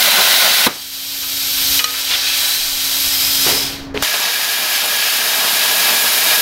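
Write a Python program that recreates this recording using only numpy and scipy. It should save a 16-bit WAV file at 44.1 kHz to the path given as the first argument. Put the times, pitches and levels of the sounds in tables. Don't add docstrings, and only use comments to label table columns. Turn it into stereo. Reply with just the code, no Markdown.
import sys
import numpy as np
from scipy import signal
from scipy.fft import rfft, irfft, next_fast_len
from scipy.io import wavfile

SR = 44100
rng = np.random.default_rng(int(sys.argv[2]) if len(sys.argv) > 2 else 0)


def wrap_up_sound(samples):
    columns = np.atleast_2d(samples).T
    tamed = np.clip(columns, -1, 1)
    steps = np.round(tamed * 32767).astype(np.int16)
    wavfile.write(sys.argv[1], SR, steps)


N = 282681
TIME = np.arange(N) / SR
FREQS = np.maximum(np.arange(N // 2 + 1) * SR / N, 1)

# (arc on/s, arc off/s, roar/dB, treble over roar/dB, deep roar over roar/dB, growth/(dB/s))
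CUT_PASSES = [(-.2, 0.673, -13, -1.5, -11, -1), (4.022, 6.5, -20, -4, -13, 1.64)]
# (f/Hz, relative density/dB)
ARC_SPECTRA = [
    [(59, -62), (100, -43), (228, -13), (306, -23.5), (386, -14), (508, -13.5), (654, -3), (956, -10.5),
     (1060, -15), (1160, -12), (1460, -4.5), (1800, -6), (3850, 1.5), (7410, -7.5), (15500, -4.5)],
    [(59, -57), (100, -31.5), (228, -14), (355, -18.5), (477, -8.5), (530, -16.5), (590, -8), (825, -9.5),
     (1400, -9.5), (1660, -2.5), (1920, -7), (3850, -2.5), (8230, -11), (13400, -4.5), (15500, -12)],
]
# (f/Hz, width/Hz, lift/dB)
GAP_RESONANCES = [
    [(654, 140, -4), (1065, 27, 17), (1490, 170, 4.5), (2060, 310, 6), (2530, 200, 3), (3020, 110, 4),
     (3380, 100, 2.5), (3750, 130, 3), (4000, 170, 4.5), (4560, 200, 1), (5430, 200, 1.5), (12300, 700, 3)],
    [(820, 110, 6), (1120, 65, 3.5), (1284, 37, 8), (1645, 110, 5), (1920, 32, 6), (2293, 58, 7),
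     (2416, 20, 10), (2600, 19, 8), (2876, 90, 5), (3190, 38, 6.5), (3792, 50, 6.5), (4570, 63, 4.5),
     (5120, 340, 4.5), (6770, 430, 2.5), (13200, 1400, -1.5)],
]
# (t/s, half length/s, roar lift/dB, deep roar lift/dB)
MELT_SURGES = [(0.205, 0.042, 0.1, 5), (.32, .03, 1.5, 3.5), (0.446, 0.044, 1.5, 6.5),
               (4.264, 0.053, 2.2, 4), (4.62, 0.038, -1, 1), (4.77, 0.045, 2, -1.5), (4.86, .03, -0.5, 3.5),
               (5.05, 0.083, 1.5, 0), (5.36, 0.045, .3, 4), (5.467, 0.056, 0.9, 4.5), (5.64, 0.084, 1, 2.5),
               (5.878, 0.09, 1.6, 4), (6.05, 0.021, -0.1, 5), (6.34, 0.041, 1.7, 0.5)]
# (f/Hz, level over YARD_DB/dB)
HUM_PARTIALS = [(53.8, -15), (80, -12.5), (134.6, -11), (209.9, -16), (275.5, -1), (473.7, -28)]
# (f/Hz, relative density/dB)
RUMBLE_SPECTRUM = [(15, 12.5), (30, 6), (70, 8), (140, 3.5), (300, 1.5), (600, -0.5), (1000, -5.5),
                   (2000, -10.5), (4000, -41), (10000, -52)]
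# (t/s, fall/s, depth/dB, wait/s, recovery/(dB/s))
BED_DIPS = [(-.05, .02, -20.5, 0.88, 16), (1.775, 0.056, -14.5, 0.72, 10), (4.025, 0.039, -24, .2, 3)]
# (t/s, peak/dB, f/Hz, decay/cycles)
SPARK_SNAPS = [(.312, 3, 5030, 2.2), (.516, -1, 4970, 1.8), (0.6676, -11.5, 259, 4.2),
               (3.9755, -2.5, 2650, 2.7), (4.0257, -0.5, 1480, 1.2), (4.0365, -3, 4970, 3.8)]
# (t/s, level/dB, t60/s, low edge/Hz, high edge/Hz)
ARC_POPS = [(0.666, -7.5, 0.072, 175, 1530), (0.676, -23.5, 0.37, 170, 2400),
            (4.0248, -14.5, 0.06, 612, 13000), (4.140, -16.5, 0.17, 600, 4500)]
# (f/Hz, relative density/dB)
AIR_SPECTRUM = [(200, -32), (500, -18), (1000, -14.5), (2000, -9), (3000, -5), (4000, -2), (5500, -4),
                (7000, -4), (9200, -2), (10400, -5.5), (12000, -0.5), (13400, 0.5), (14500, -4),
                (15800, -5)]
# (t/s, hiss/dB, treble over hiss/dB, splash over hiss/dB)
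NOZZLE_MOVES = [(1.8, -10.5, -1.5, -12), (1.88, -11, -3, -8), (2.0, -8.5, -0.5, -9),
                (2.22, -4.5, -6.5, -10.5), (2.33, -4, -2.5, -9), (2.48, -5, 1.5, -8),
                (2.65, -7.5, -1.5, -11), (3.0, -10.5, 0.5, -9.5), (3.45, -13, 0.7, -9.5)]
# (start/s, end/s, f/Hz, nominal width/Hz, level at full swell/dB)
EDGE_BANDS = [(.7, 2.16, 13000, 1150, -16.5), (2.086, 2.176, 3150, 2580, -4), (2.093, 2.16, 3500, 160, -8),
              (2.247, 2.354, 2560, 220, -11), (2.24, 2.45, 3440, 330, -16), (2.38, 2.673, 3980, 160, -11),
              (2.7, 3.53, 11800, 300, -21), (2.8, 3.55, 13300, 230, -23.5), (2.9, 3.73, 5100, 240, -17),
              (3.74, 3.9, 4350, 150, -51), (2.05, 2.7, 1710, 170, -22)]
# (t/s, level/dB, hardest bite/Hz, skid t60/s, skid level/dB)
SQUARE_KNOCKS = [(.797, -41, 1800, 0.0087, -31), (1.234, -30, 1000, .08, -32), (1.792, -15, 2740, 0.1, -14),
                 (1.842, -11.5, 4900, 0.031, -10), (1.939, -44, 1900, 0.1, -23.5)]
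# (f/Hz, level over knock/dB, t60/s)
SQUARE_MODES = [(480, -24, 0.83), (1255, -11, 0.39), (1750, -12, 0.098), (1950, -12, .06),
                (2460, -8.5, 0.12), (2960, -3, 0.06), (4050, 2, 0.033), (4240, -16, 0.063),
                (5690, -5, 0.03), (6840, -16, 0.055), (7300, -14, 0.033)]
# (t/s, half length/s, f/Hz, level/dB)
WIND_GUSTS = [(1.72, 0.059, 65, -45), (2.686, 0.075, 15, -36), (3.073, .05, 50, -39),
              (3.834, 0.041, 8.3, -38)]
# (t/s, rise/s, hold/s, rush t60/s, tone t60/s, tone/dB, rush/dB)
VALVE_PUFFS = [(3.451, 0.018, 0.018, 0.58, 0.58, -27, -19), (3.9434, 0.003, 0.025, 0.22, 0.068, -20, -26.5)]
# (f/Hz, relative density/dB)
PUFF_SPECTRUM = [(60, -14), (140, 1), (250, 0), (500, 4.5), (930, 2.5), (1300, -2), (1800, -1), (3000, -2),
                 (6000, -19), (12000, -32)]

FLARE_DB, FLARE_S = 2.5, 0.086
TREBLE_GROWTH, DEEP_GROWTH = 1, 0.59
YARD_DB = -31
AIR_OFF_S, AIR_ON_S = 3.468, 3.942
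BLEED_DB, BLEED_S, BLEED_CURVE = 33, 0.42, 1.94
REFILL_DB, REFILL_DB_PER_S = 26, 112
TREBLE_LOSS, SPLASH_LOSS = 1.44, 0.71
CUTOFF_HZ = 15800


def from_db(db):
    return 10 ** (np.asarray(db) / 20)


def rms_one(x):
    return x / np.sqrt(np.mean(x ** 2) + 1e-20)


def filtered(x, gain):
    size = next_fast_len(N)
    bins_hz = np.arange(size // 2 + 1) * SR / size
    return irfft(rfft(x, size) * np.interp(bins_hz, FREQS, gain), size)[:N]


def band(x, gain):
    return rms_one(filtered(x, gain))


def bell(hz, width_hz):
    return 1 / (1 + (2 * (FREQS - hz) / width_hz) ** 2)


def below(edge_hz):
    return 1 / (1 + (FREQS / edge_hz) ** 10)


def colour(points, peaks=()):
    hz, db = np.transpose(points)
    curve_db = np.interp(np.log(FREQS), np.log(hz), db) - 18 * np.maximum(np.log2(hz[0] / FREQS), 0)
    return from_db(curve_db + sum(lift * bell(centre, width) for centre, width, lift in peaks))


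def noise(gain):
    return band(rng.standard_normal(N), gain)


def drift(rate_hz):
    return noise(1 / (1 + (FREQS / rate_hz) ** 2))


def turbulence(sparks_per_s, spark_db, spread_db):
    sizes = from_db(spread_db * np.minimum(rng.exponential(1, N), 4)) * rng.choice([-1, 1], N)
    crackle = sizes * (rng.random(N) < sparks_per_s / SR)
    return rms_one(rng.standard_normal(N) + from_db(spark_db) * rms_one(crackle))


def echoes(x, echo_db, longest_s, count=14):
    out = np.zeros(N)
    for place, sign in zip(rng.uniform(.1, 1, count), rng.choice([-1, 1], count)):
        lag = max(int(place * longest_s * SR), 1)
        out[lag:] += sign * x[:-lag] / np.sqrt(count)
    return x + from_db(echo_db) * signal.sosfilt(signal.butter(1, 5000, fs=SR, output="sos"), out)


def arc():
    out, low, high = np.zeros(N), below(1410), 1 - below(7300)
    surge_db, deep_surge_db = surges()
    for cut, spectrum, peaks in zip(CUT_PASSES, ARC_SPECTRA, GAP_RESONANCES):
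        on, off, roar_db, treble_db, deep_db, growth = cut
        age = np.clip(TIME - on, 0, off - on)
        grown_db, flare_db = growth * age, FLARE_DB * np.exp(-age / FLARE_S)
        jet = turbulence(sparks_per_s=630, spark_db=-14.5, spread_db=6)
        jet = echoes(jet, echo_db=-9, longest_s=.022)
        eq = colour(spectrum, peaks)
        deep = band(jet, eq * low)
        deep *= from_db(deep_db + DEEP_GROWTH * grown_db + deep_surge_db + 1.3 * drift(25))
        roar = band(jet, eq * (1 - low - high)) * from_db(surge_db + 0.4 * drift(22))
        sizzle = band(jet, eq * high) * from_db(treble_db + TREBLE_GROWTH * grown_db + 0.57 * drift(30))
        burning = np.clip((TIME - on) / 0.00085, 0, 1) * np.exp(-np.maximum(TIME - off, 0) / 0.0044)
        out += burning * from_db(roar_db + grown_db + flare_db) * (deep + roar + sizzle)
    return out


def surges():
    bumps = np.array([np.exp(-((TIME - at) / length) ** 2) for at, length, _, _ in MELT_SURGES])
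    lifts_db = np.array(MELT_SURGES)[:, 2:]
    return lifts_db.T @ bumps


def yard():
    clock = TIME + np.cumsum(0.0041 * drift(5)) / SR
    hum = np.zeros(N)
    for hz, db in HUM_PARTIALS:
        amplitude = np.sqrt(2) * from_db(db + 0.95 * drift(5.9))
        hum += amplitude * np.sin(2 * np.pi * (hz * clock + rng.random()))
    rumble = from_db(-2.2) * noise(colour(RUMBLE_SPECTRUM))
    return from_db(YARD_DB) * (hum + rumble)


def swell_db():
    level = np.zeros(N)
    for at, fall, depth_db, wait, recovery in BED_DIPS:
        fallen = np.clip((TIME - at) / fall, 0, 1)
        climbing = np.minimum(depth_db + recovery * np.maximum(TIME - at - fall - wait, 0), 0)
        level = (1 - fallen) * level + fallen * climbing
    return level


def snaps():
    out, age = np.zeros(N), TIME[:SR // 50]
    for at, db, hz, cycles in SPARK_SNAPS:
        first, turns = int(at * SR), age * hz
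        swing = turns * from_db(-60 * turns / cycles) * np.sin(2 * np.pi * turns)
        out[first:first + len(age)] -= from_db(db) * swing / np.abs(swing).max()
    return out


def burst(at, t60, low_hz, high_hz):
    fading = (TIME >= at) * from_db(-60 * np.clip((TIME - at) / t60, 0, 4))
    bandpass = signal.butter(2, [low_hz, min(high_hz, .45 * SR)], "band", fs=SR, output="sos")
    makeup = np.sqrt(SR / 2 / (high_hz - low_hz))
    return makeup * signal.sosfilt(bandpass, fading * rng.standard_normal(N) + 1e-18)


def pops():
    return sum(from_db(db) * burst(at, t60, low_hz, high_hz) for at, db, t60, low_hz, high_hz in ARC_POPS)


def air():
    times, *curves = np.transpose(NOZZLE_MOVES)
    hiss_db, treble_db, splash_db = (np.interp(TIME, times, curve) for curve in curves)
    loss_db = pressure_loss_db()
    jet = turbulence(sparks_per_s=910, spark_db=-34, spread_db=8)
    jet = echoes(jet, echo_db=-8.5, longest_s=.012)
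    eq, low, high = colour(AIR_SPECTRUM), below(2675), 1 - below(6140)
    hiss = band(jet, eq * (1 - low - high)) * from_db(-loss_db)
    treble = band(jet, eq * high) * from_db(treble_db - TREBLE_LOSS * loss_db)
    splash = band(jet, eq * low) * from_db(splash_db - SPLASH_LOSS * loss_db)
    between_cuts = (TIME > CUT_PASSES[0][1]) & (TIME < CUT_PASSES[1][0])
    return between_cuts * from_db(hiss_db + 0.5 * drift(25)) * (hiss + treble + splash)


def edge_tones():
    out = np.zeros(N)
    for start, end, hz, width_hz, db in EDGE_BANDS:
        fade = np.clip(np.minimum(TIME - start, end - TIME) / (0.22 * (end - start)), 0, 1)
        out += from_db(db) * fade * noise(bell(hz, 1.12 * width_hz))
    return out


def square(bite_db=10, bite_octaves=0.32):
    out, age = np.zeros(N), TIME[:SR // 2]
    for at, db, bite_hz, skid_t60, skid_db in SQUARE_KNOCKS:
        first = int(at * SR)
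        for hz, mode_db, t60 in SQUARE_MODES:
            nearness = np.exp(-(np.log2(hz / bite_hz) / bite_octaves) ** 2)
            strength = from_db(db + mode_db + bite_db * nearness + rng.standard_normal())
            ring = from_db(-60 * age / t60) * np.sin(2 * np.pi * hz * age)
            out[first:first + len(age)] += rng.choice([-1, 1]) * strength * ring
        out += from_db(skid_db) * burst(at, skid_t60, low_hz=1030, high_hz=1.6 * bite_hz)
    return out


def gusts():
    return sum(from_db(db) * np.exp(-((TIME - at) / length) ** 2) * noise(bell(hz, hz))
               for at, length, hz, db in WIND_GUSTS)


def valve(tone_hz=412, wander_hz=38):
    out, rush = np.zeros(N), noise(colour(PUFF_SPECTRUM))
    phase = 2 * np.pi * np.cumsum(tone_hz + wander_hz * drift(83)) / SR
    tone = np.sqrt(2) * np.sin(phase) * from_db(2 * drift(80))
    for at, rise, hold, rush_t60, tone_t60, tone_db, rush_db in VALVE_PUFFS:
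        attack = np.clip((TIME - at) / rise, 0, 1)
        tail_s = np.maximum(TIME - at - rise - hold, 0)
        out += attack * from_db(tone_db - 60 * tail_s / tone_t60) * tone
        out += attack * from_db(rush_db - 60 * tail_s / rush_t60) * rush
    return out


def pressure_loss_db():
    bleeding = BLEED_DB * (np.maximum(TIME - AIR_OFF_S, 0) / BLEED_S) ** BLEED_CURVE
    refilling = np.maximum(REFILL_DB - REFILL_DB_PER_S * (TIME - AIR_ON_S), 0)
    return np.where(TIME < AIR_ON_S, bleeding, refilling)


def scene():
    bed = from_db(swell_db()) * (air() + edge_tones() + yard())
    mix = arc() + bed + square() + pops() + snaps() + valve() + gusts()
    return np.array([mix, mix])


def record(dry):
    lowpass = np.clip((CUTOFF_HZ - FREQS) / 100 + .5, 0, 1)
    return np.array([filtered(channel, lowpass) for channel in np.clip(dry, -1, 1)])


dry = scene()
out = record(dry)
wrap_up_sound(out)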